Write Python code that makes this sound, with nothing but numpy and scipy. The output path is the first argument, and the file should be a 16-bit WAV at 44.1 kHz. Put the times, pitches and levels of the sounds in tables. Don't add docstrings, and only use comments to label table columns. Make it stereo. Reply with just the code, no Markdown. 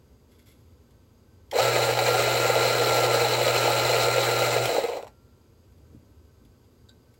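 import sys
import numpy as np
from scipy import signal
from scipy.fft import rfft, irfft, next_fast_len
from scipy.io import wavfile

SR = 44100
rng = np.random.default_rng(int(sys.argv[2]) if len(sys.argv) > 2 else 0)


def pcm_store(signal):
    levels = np.round(np.clip(np.atleast_2d(signal), -1, 1) * 32767)
    wavfile.write(sys.argv[1], SR, levels.astype(np.int16).T)


N = 317079
TIME = np.arange(N) / SR
SIZE = 2 * next_fast_len(N // 2 + SR // 4)
FREQ = np.maximum(np.arange(SIZE // 2 + 1) * SR / SIZE, 1)


# (time [s], level [dB], housing pitch [Hz])
BEAN_CRACKS = [(1.568, -13.5, 535), (1.592, -11, 786), (1.604, -12.5, 580), (1.758, -7, 516),
               (1.779, -11, 500), (1.893, -12.5, 520), (1.994, -8.5, 749), (2.09, -8.5, 509),
               (2.146, -8, 760), (2.194, -10, 496), (2.28, -10.5, 679), (2.453, -9, 517),
               (2.502, -7.5, 562.3), (2.565, -9, 549.6), (2.658, -9, 517), (2.799, -13, 491),
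               (2.817, -7, 555), (3.038, -10, 523), (3.147, -9.5, 490), (3.219, -9.5, 477),
               (3.252, -9.5, 820), (3.416, -12.5, 547), (3.484, -8, 560), (3.567, -12, 532),
               (3.68, -10, 785), (3.901, -12, 513), (4.087, -8.5, 563), (4.184, -9.5, 502),
               (4.29, -11.5, 575), (4.569, -8, 530), (4.692, -11, 520), (4.731, -15, 540),
               (4.751, -11, 543), (4.769, -12, 793), (4.786, -9, 522), (4.841, -9, 474), (4.89, -15.5, 478),
               (4.937, -15, 490), (4.975, -16.5, 517), (4.997, -22.5, 550), (5.03, -31, 463)]
# (time [s], level [dB])
BEAN_SNAPS = [(1.752, -28), (1.988, -18.5), (2.06, -23), (2.498, -28.5), (2.59, -30), (2.68, -22),
              (2.945, -21.5), (3.134, -22.5), (3.245, -22), (3.445, -18.5), (3.476, -25.5), (3.558, -25),
              (3.669, -18.5), (3.732, -22.5), (3.96, -24.5), (4.112, -26.5), (4.181, -22.5), (4.261, -29)]
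# (time [s], level [dB])
BEAN_FEED = [(1.6, 0.5), (1.84, 0), (1.95, -1.5), (2.07, 0.2), (3.7, 0.62), (4.45, 0), (4.66, -2.5),
             (4.83, -2.5)]
# (time [s], level [dB])
FRAGMENT_LULLS = [(1.89, -1.5), (1.958, -2.5), (2.262, -1.5), (2.43, 0.5), (2.572, -2.5), (3.09, -3),
                  (3.378, -3.5), (4.247, 0), (4.495, -2), (4.622, -1.5)]
# (frequency [Hz], width [Hz], level [dB], balance [dB])
GRINDING_BANDS = [(251.7, 70, -22, 7), (360.6, 88, -13, 2.5), (408.3, 34, -4, 0.5), (491.4, 119, -3.5, 0.5),
                  (554, 154, -2.5, -4), (691, 44, -5, 0), (779, 120, -6.5, -1), (870, 95, -7.5, -1.5),
                  (1024, 98, -12.5, 2.5), (1262.5, 97, -10.5, -0.5), (1445, 130, -15, -6),
                  (1622, 72, -16.5, 2.5), (1764, 180, -22, 0.5), (2052, 320, -16, 0), (2310, 140, -16.5, 3),
                  (2513, 260, -17, -6.5), (2770, 34, -15, -3.5), (2966, 460, -19, 0.3),
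                  (3426, 290, -22.5, -4.5), (3870, 274, -14.5, -3.5), (4133, 246, -13.5, -8.5),
                  (4477, 67, -18, -1), (4700, 330, -26.5, -7), (5360, 2000, -24.5, -3.5),
                  (7270, 940, -22.5, -1), (8240, 1030, -23.5, 0), (11100, 6600, -31.5, -1),
                  (14360, 1090, -27, 1.5), (15600, 1080, -20.5, -2)]
# (frequency [Hz], width [Hz], level [dB], balance [dB])
BODY_MODES = [(74.2, 41, -20.5, 2.5), (131, 69, -19.5, -1)]
# (time [s], level [dB])
CRUMB_CRUSHES = [(1.523, -46), (1.534, -32), (1.544, -38), (4.876, -43), (4.897, -42), (4.969, -32.5),
                 (5.0, -47), (5.026, -43), (5.042, -48), (5.069, -49), (5.076, -46)]
# (frequency [Hz], width [Hz], level [dB], balance [dB])
CRUMB_BANDS = [(820, 400, 11.5, -4.5), (2300, 1800, -1, -1), (4050, 900, -2, -5), (5620, 330, -1, -7),
               (7740, 2000, -6.5, -2), (13000, 6500, -13, 3)]
# (multiple of twice the mains rate [1], level [dB])
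HUM_PARTIALS = [(1, 0), (2, -19), (3, -9.5)]
# (time [s], pitch [Hz], level [dB])
WHINE_TRACK = [(1.55, 945, -24), (1.583, 1180, -9), (1.601, 1259, 9), (1.618, 1345, -5), (1.68, 1336, 4),
               (1.76, 1360, -11), (1.84, 1380, 0.5), (1.98, 1378, -6.5), (2.15, 1376, 0), (2.53, 1372, 1),
               (2.7, 1374, -1), (2.95, 1361, 2), (3.43, 1338, -4.5), (3.5, 1383, -2.5), (3.6, 1351, 2),
               (3.8, 1368, 0), (4.38, 1369, -1.5), (4.62, 1384, -5)]
# (time [s], level below the whine [dB])
WHINE_OCTAVE_DROP = [(1.58, -5), (1.602, 6.5), (1.625, 17)]
# (time [s], level [dB])
SWITCH_SNAPS = [(1.5105, -48), (1.513, -27), (4.6555, -17.5)]
# (frequency [Hz], width [Hz], level [dB], balance [dB])
SWITCH_MODES = [(2200, 670, 2.5, 0), (3200, 560, 5, -10), (4300, 600, -4, -9), (5360, 700, -1, -9.5),
                (9000, 12000, -7, 1)]
# (time [s], level [dB])
HOLDER_TICKS = [(0.386, -58), (0.3925, -51), (0.4594, -54), (0.468, -54), (0.4864, -56), (0.499, -54),
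                (0.515, -54), (0.9078, -53), (5.722, -57), (5.778, -58), (6.105, -58), (6.4497, -51),
                (6.643, -57), (6.784, -60), (7.1387, -49.5)]
# (time [s], level [dB])
HOLDER_PUSHES = [(.32, -65.5), (.392, -71), (.495, -61)]
# (frequency [Hz], width [Hz], level [dB], balance [dB])
HOLDER_MODES = [(1500, 830, -7, 3), (2130, 340, 1, -2), (2760, 220, -1, -2), (3420, 380, 1.5, -3),
                (4200, 2400, -7, -6), (5440, 450, -6, 0), (7800, 1800, -7, -5), (11400, 4500, -6, 3)]
# (time [s], level [dB])
HAND_SHUFFLES = [(5.82, -56.5), (5.95, -53), (6.46, -59), (6.99, -66)]
# (frequency [Hz], density [dB per Hz])
SHUFFLE_SPECTRUM = [(40, -13.5), (80, 13), (170, -2), (280, -2.5), (550, -16), (1300, -28.5), (3000, -38)]
# (time [s], level [dB])
COUNTER_THUDS = [(5.944, -38.5), (5.961, -53), (6.025, -48), (6.098, -48), (6.449, -53)]
# (frequency [Hz], level [dB], t60 [s])
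COUNTER_MODES = [(118.8, -4, 0.12), (239, -1.5, 0.13), (298, 0.5, 0.038), (386, -6, 0.041)]
# (time [s], level [dB])
METAL_KNOCK = [(6.887, -52), (6.8925, -43.5)]
# (frequency [Hz], level [dB], t60 [s])
METAL_MODES = [(1545, -10.5, .25), (3580, -15, .11), (3850, -11, .12), (4670, -9, 0.07), (7450, -7, 0.035)]
# (frequency [Hz], width [Hz], level [dB], balance [dB])
CLACK_BANDS = [(1535, 220, 2, -9), (3840, 800, 4.5, -12), (4700, 700, 2, -8), (7700, 1400, -3, -2),
               (12000, 6000, -13, 2)]
# (frequency [Hz], density [dB per Hz])
ROOM_SPECTRUM = [(25, -20), (40, -20.5), (60, -2), (85, -1), (125, -4), (160, -15.5), (240, -9.5),
                 (290, -15), (440, -13), (560, -18.5), (720, -28), (980, -23.5), (1700, -38), (5000, -38.5),
                 (9000, -66)]
# (frequency [Hz], width [Hz], level [dB], balance [dB])
ROOM_TONE_BANDS = [(83.7, 11.7, -1, -1), (244, 19, -11.5, 14), (1305, 35, -22, 3), (1534, 31, -23, -13),
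                   (4800, 190, -28, -7.5), (6500, 195, -32, -5.5)]
# (frequency [Hz], likeness [0 to 1])
PORT_LIKENESS = [(60, 0.99), (200, 0.88), (600, 0.96), (1050, 0.44), (1400, 0.53), (2000, 0.8),
                 (2600, 0.65), (4200, 0.67), (5700, 0.14), (7200, 1), (15000, 1)]
# (frequency [Hz], left lead [rad])
PORT_LEAD = [(300, 0), (400, -0.45), (520, -0.65), (680, -0.8), (800, 0.26), (1000, 1.1), (1350, 0.5),
             (1550, 0.53), (1950, 0.22), (2300, -0.2), (4000, -1.06), (7300, 0.47), (9500, 2.5),
             (12000, 6.5), (16000, 11)]

START_S, POWER_OFF_S, STOP_S = 1.519, 4.666, 5.088
SPIN_UP_S = 0.016
FILL_S, LULL_S = 0.073, 0.018
CRACK_RISE_S = 0.0087
RUMBLE_POWER, CRUNCH_POWER, GRIT_POWER, HISS_POWER = 2.4, 0.78, 1.6, 1.75
MAINS_HZ, HUM_ON_S, HUM_LINGER_S = 60, 1.612, 0.013
THROB_PER_S, THROB_DIP_S, THROB_DEPTH = 9.92, 2.07, 0.215
RING_HZ, RING_T60_S = 1370, 1.9
PUSH_RISE_S, PUSH_T60_S = 0.044, 0.72
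SHUFFLE_RISE_S, SHUFFLE_T60_S = 0.11, 0.55
CUTOFF_HZ = 15800


def from_db(db):
    return 10 ** (np.asarray(db) / 20)


def rms_one(x):
    return x / np.sqrt(np.mean(x ** 2) + 1e-20)


def in_time(rows):
    times, *columns = np.transpose(rows)
    return [np.interp(TIME, times, column) for column in columns]


def between(start, end, ramp):
    return np.clip(np.minimum(TIME - start, end - TIME) / ramp + .5, 0, 1)


def over_hz(points):
    hz, value = np.transpose(points)
    return np.interp(np.log(FREQ), np.log(hz), value)


def filtered(x, response):
    return irfft(rfft(x, SIZE) * response, SIZE)[..., :N]


def causal(gain):
    cepstrum = irfft(np.log(gain + 1e-7), SIZE)
    cepstrum[..., 1:SIZE // 2] *= 2
    cepstrum[..., SIZE // 2 + 1:] = 0
    return np.exp(rfft(cepstrum))


def band_gain(bands):
    power = np.zeros((2, len(FREQ)))
    for hz, width, db, balance in bands:
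        detune = (FREQ ** 2 - hz ** 2) / (FREQ * width)
        peak = from_db([[db + balance / 2], [db - balance / 2]])
        power += (peak / (1 + detune ** 2)) ** 2
    return np.sqrt(power)


def drift(rate):
    knots = rng.standard_normal(int(N / SR * rate) + 2)
    return rms_one(np.interp(TIME * rate, np.arange(len(knots)), knots))


def stereo_noise(gain=1):
    alike = np.clip(over_hz(PORT_LIKENESS), 0, .995)
    mid, side = rfft(rng.standard_normal((2, SIZE)))
    pair = np.sqrt(1 + alike) * mid + np.sqrt(1 - alike) * side * [[1], [-1]]
    return rms_one(irfft(pair * gain, SIZE)[:, :N])


def clicks(events):
    out = np.zeros(N)
    for s, db in events:
        out[round(s * SR)] += from_db(db)
    return out


def fading(impulses, t60):
    return signal.lfilter([1], [1, -from_db(-60 / (t60 * SR))], impulses + 1e-18)


def swells(events, rise, t60):
    power = 0
    for s, db in events:
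        attack = np.clip(1 + (TIME - s) / rise, 0, 1)
        decay = from_db(db - 60 * np.maximum(TIME - s, 0) / t60)
        power = power + (attack * decay) ** 2
    return np.sqrt(power)


def struck(impulses, modes):
    out = 0
    for k, (hz, db, t60) in enumerate(modes):
        radius, angle = from_db(-60 / (t60 * SR)), 2 * np.pi * hz / SR
        poles = [1, -2 * radius * np.cos(angle), radius * radius]
        ringing = signal.lfilter([0, np.sin(angle)], poles, impulses + 1e-18)
        out = out + (-1) ** k * from_db(db) * ringing
    return out


def shake(bands, force):
    gain = band_gain(bands)
    level_gain = gain / np.sqrt(np.mean(gain ** 2))
    return filtered(stereo_noise() * force, causal(level_gain))


def burr_speed():
    run_up = 1 - np.exp(-np.maximum(TIME - START_S, 0) / SPIN_UP_S)
    return run_up * np.interp(TIME, [POWER_OFF_S, STOP_S], [1, 0])


def fractures(per_s, spread_db, t60):
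    speed = np.maximum(burr_speed(), .5)
    born = rng.random(N) < per_s * speed / SR
    sizes = from_db(spread_db * np.clip(rng.standard_normal(N), -2, 1))
    power = fading(born * sizes ** 2 / speed, t60 / 2)
    return power / power.mean()


def grinding(rumble_db, crunch_db, grit_db, hiss_db, crack_db, crack_grit_db, crack_hiss_db, crack_t60,
             crunch_share, grit_share, hiss_share, surge_db, flow_db, snap_db, snap_t60, snap_hiss_db):
    speed = burr_speed()
    feed = from_db(in_time(BEAN_FEED)[0] + surge_db * drift(rate=30))

    filling = np.clip((TIME - START_S) / FILL_S, 0, 1)
    lull_db = sum(db * np.exp(-((TIME - s) / LULL_S) ** 2) for s, db in FRAGMENT_LULLS)
    flow = from_db(flow_db * drift(rate=24)) * filling * from_db(lull_db)

    beans = fractures(per_s=600, spread_db=2.5, t60=0.022)
    fragments = fractures(per_s=3000, spread_db=0.0, t60=0.007)
    snaps = fading(clicks(BEAN_SNAPS), snap_t60) * from_db(snap_db)
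    crack_onsets = [(s - CRACK_RISE_S / 2, db) for s, db, _ in BEAN_CRACKS]
    cracks = fading(clicks(crack_onsets), crack_t60)

    deep = [band for band in BODY_MODES + GRINDING_BANDS if band[0] < 300]
    low = [band for band in GRINDING_BANDS if 300 <= band[0] < 1150]
    middle = [band for band in GRINDING_BANDS if 1150 <= band[0] < 5100]
    high = [band for band in GRINDING_BANDS if band[0] >= 5100]

    rumble = from_db(rumble_db) * speed ** RUMBLE_POWER
    crunch = from_db(crunch_db) * speed ** CRUNCH_POWER
    grit = from_db(grit_db) * flow * speed ** GRIT_POWER
    hiss = from_db(hiss_db) * flow * speed ** HISS_POWER
    low_burst = from_db(crack_db) * cracks
    middle_burst = from_db(crack_grit_db) * speed * cracks + snaps
    high_burst = from_db(crack_hiss_db) * speed * cracks + from_db(snap_hiss_db) * snaps

    stages = [(deep, rumble, crunch_share, 0),
              (low, crunch, crunch_share, low_burst),
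              (middle, grit, grit_share, middle_burst),
              (high, hiss, hiss_share, high_burst)]
    out = 0
    for bands, level, share, burst in stages:
        breaking = share * beans + (1 - share) * fragments
        power = (feed * level) ** 2 * breaking + burst ** 2
        out = out + shake(bands, np.sqrt(power))
    return out


def shifting(x, depth_db, rate):
    spectrum, out = rfft(x, SIZE), x
    for hz in 1700 * 2 ** (np.arange(8) / 2.5):
        window = np.maximum(1 - np.abs(np.log2(FREQ / hz)) * 2.5, 0)
        band = irfft(spectrum * window, SIZE)[:, :N]
        swell = rms_one(from_db(depth_db * drift(rate)))
        out = out + band * (swell - 1)
    return out


def crack_rings(level_db, t60, rough):
    out = np.zeros(N)
    wobble = rough * drift(rate=250)
    for s, db, hz in BEAN_CRACKS:
        near = slice(round((s - CRACK_RISE_S) * SR), round(s * SR) + SR // 8)
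        t = TIME[near] - s
        attack = np.clip(1 + t / CRACK_RISE_S, 0, 1)
        decay = from_db(db - 60 * np.maximum(t, 0) / t60)
        phase = 2 * np.pi * hz * t + wobble[near] + rng.uniform(0, 2 * np.pi)
        out[near] += attack * decay * np.sin(phase)
    return from_db(level_db) * out


def crumbs(level_db, t60, rough_db):
    force = fading(clicks(CRUMB_CRUSHES), t60) * from_db(rough_db * drift(rate=400))
    return from_db(level_db) * shake(CRUMB_BANDS, force)


def motor(hum_db, hum_flutter_db, whine_db, whine_rough, whine_pan_db, ring_db):
    hum = 0
    for multiple, db in HUM_PARTIALS:
        phase = 2 * np.pi * 2 * MAINS_HZ * multiple * TIME + rng.uniform(0, 2 * np.pi)
        hum = hum + from_db(db) * np.sin(phase)
    hum = np.sqrt(2) * hum * from_db(hum_db + hum_flutter_db * drift(rate=43))
    hum = hum * between(HUM_ON_S, POWER_OFF_S + HUM_LINGER_S, ramp=0.04)

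    whine_hz, load_db = in_time(WHINE_TRACK)
    turn = np.exp(2j * np.pi * np.cumsum(whine_hz) / SR)
    tone = turn + from_db(-in_time(WHINE_OCTAVE_DROP)[0]) * turn ** 2
    waver = 1 + whine_rough * (drift(rate=45) + 1j * drift(rate=30))
    throb = 1 - THROB_DEPTH * np.cos(2 * np.pi * THROB_PER_S * (TIME - THROB_DIP_S))
    whine = np.sqrt(2) * from_db(whine_db + load_db) * throb * (tone * waver).real
    whine = whine * between(START_S, POWER_OFF_S, ramp=0.022)

    ring = struck(clicks([(POWER_OFF_S, ring_db)]), [(RING_HZ, 0, RING_T60_S)])
    return hum + whine * from_db([[whine_pan_db / 2], [-whine_pan_db / 2]]) + ring


def switch(level_db, t60):
    return from_db(level_db) * shake(SWITCH_MODES, fading(clicks(SWITCH_SNAPS), t60))


def handling(tick_db, tick_t60, slide_db, catch_db, thud_db, shuffle_db):
    scuffs = from_db(tick_db) * fading(clicks(HOLDER_TICKS), tick_t60)
    slide = from_db(slide_db) * swells(HOLDER_PUSHES, PUSH_RISE_S, PUSH_T60_S)
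    catching = from_db(catch_db * drift(rate=110))
    rubbing = shake(HOLDER_MODES, scuffs + slide * catching)
    shuffle = stereo_noise(from_db(over_hz(SHUFFLE_SPECTRUM)))
    shuffle = shuffle * swells(HAND_SHUFFLES, SHUFFLE_RISE_S, SHUFFLE_T60_S)
    thuds = struck(clicks(COUNTER_THUDS), COUNTER_MODES)
    return rubbing + from_db(shuffle_db) * shuffle + from_db(thud_db) * thuds


def knock(ring_db, clack_db, clack_t60, tail_db, tail_t60):
    blows = clicks(METAL_KNOCK)
    force = fading(blows, clack_t60) + from_db(tail_db) * fading(blows, tail_t60)
    ring = struck(blows, METAL_MODES)
    return from_db(ring_db) * ring + from_db(clack_db) * shake(CLACK_BANDS, force)


def kitchen(x, wet_db, t60):
    tail = stereo_noise() * from_db(-60 * TIME / t60) * (TIME > .003)
    tail /= np.sqrt(np.sum(tail ** 2) / 2)
    return x + from_db(wet_db) * filtered(x, rfft(tail, SIZE))


def background(rumble_db, tones_db, hiss_db):
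    rumble = from_db(rumble_db) * stereo_noise(from_db(over_hz(ROOM_SPECTRUM)))
    tones = from_db(tones_db) * stereo_noise(band_gain(ROOM_TONE_BANDS))
    hiss = from_db(hiss_db) * stereo_noise()
    return rumble + tones + hiss


def scene():
    beans = grinding(rumble_db=-48.5, crunch_db=-25.0, grit_db=-27.5, hiss_db=-32,
                     crack_db=-15.5, crack_grit_db=-20.0, crack_hiss_db=-27.5, crack_t60=0.081,
                     crunch_share=0.4, grit_share=0.13, hiss_share=0.14, surge_db=0.5, flow_db=-0.05,
                     snap_db=-5.5, snap_t60=0.07, snap_hiss_db=-14)
    beans = shifting(beans, depth_db=1.3, rate=60)
    rings = crack_rings(level_db=-8.5, t60=0.055, rough=0.75)
    beans = beans + rings * from_db([[-1], [1]])
    beans = beans + crumbs(level_db=-1.5, t60=0.057, rough_db=3)
    drive = motor(hum_db=-35.5, hum_flutter_db=-0.24, whine_db=-35.5, whine_rough=0.29,
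                  whine_pan_db=7.0, ring_db=-54.0)
    snaps = switch(level_db=-5.0, t60=0.042)
    hands = handling(tick_db=-10.5, tick_t60=0.057, slide_db=-3.0, catch_db=2.5,
                     thud_db=-3.0, shuffle_db=2.0)
    metal = knock(ring_db=-5.0, clack_db=-9.5, clack_t60=0.037, tail_db=-17, tail_t60=0.25)
    room = background(rumble_db=-56.4, tones_db=-65.0, hiss_db=-70)
    return kitchen(beans + snaps + hands + metal, wet_db=-9.5, t60=0.16) + drive + room


def record(dry):
    ports = np.exp(1j * over_hz(PORT_LEAD) * np.array([[0], [-1]]))
    low_pass = 1 / np.sqrt(1 + (FREQ / CUTOFF_HZ) ** 240)
    return filtered(dry, ports * low_pass)


dry = scene()
out = record(dry)
pcm_store(out)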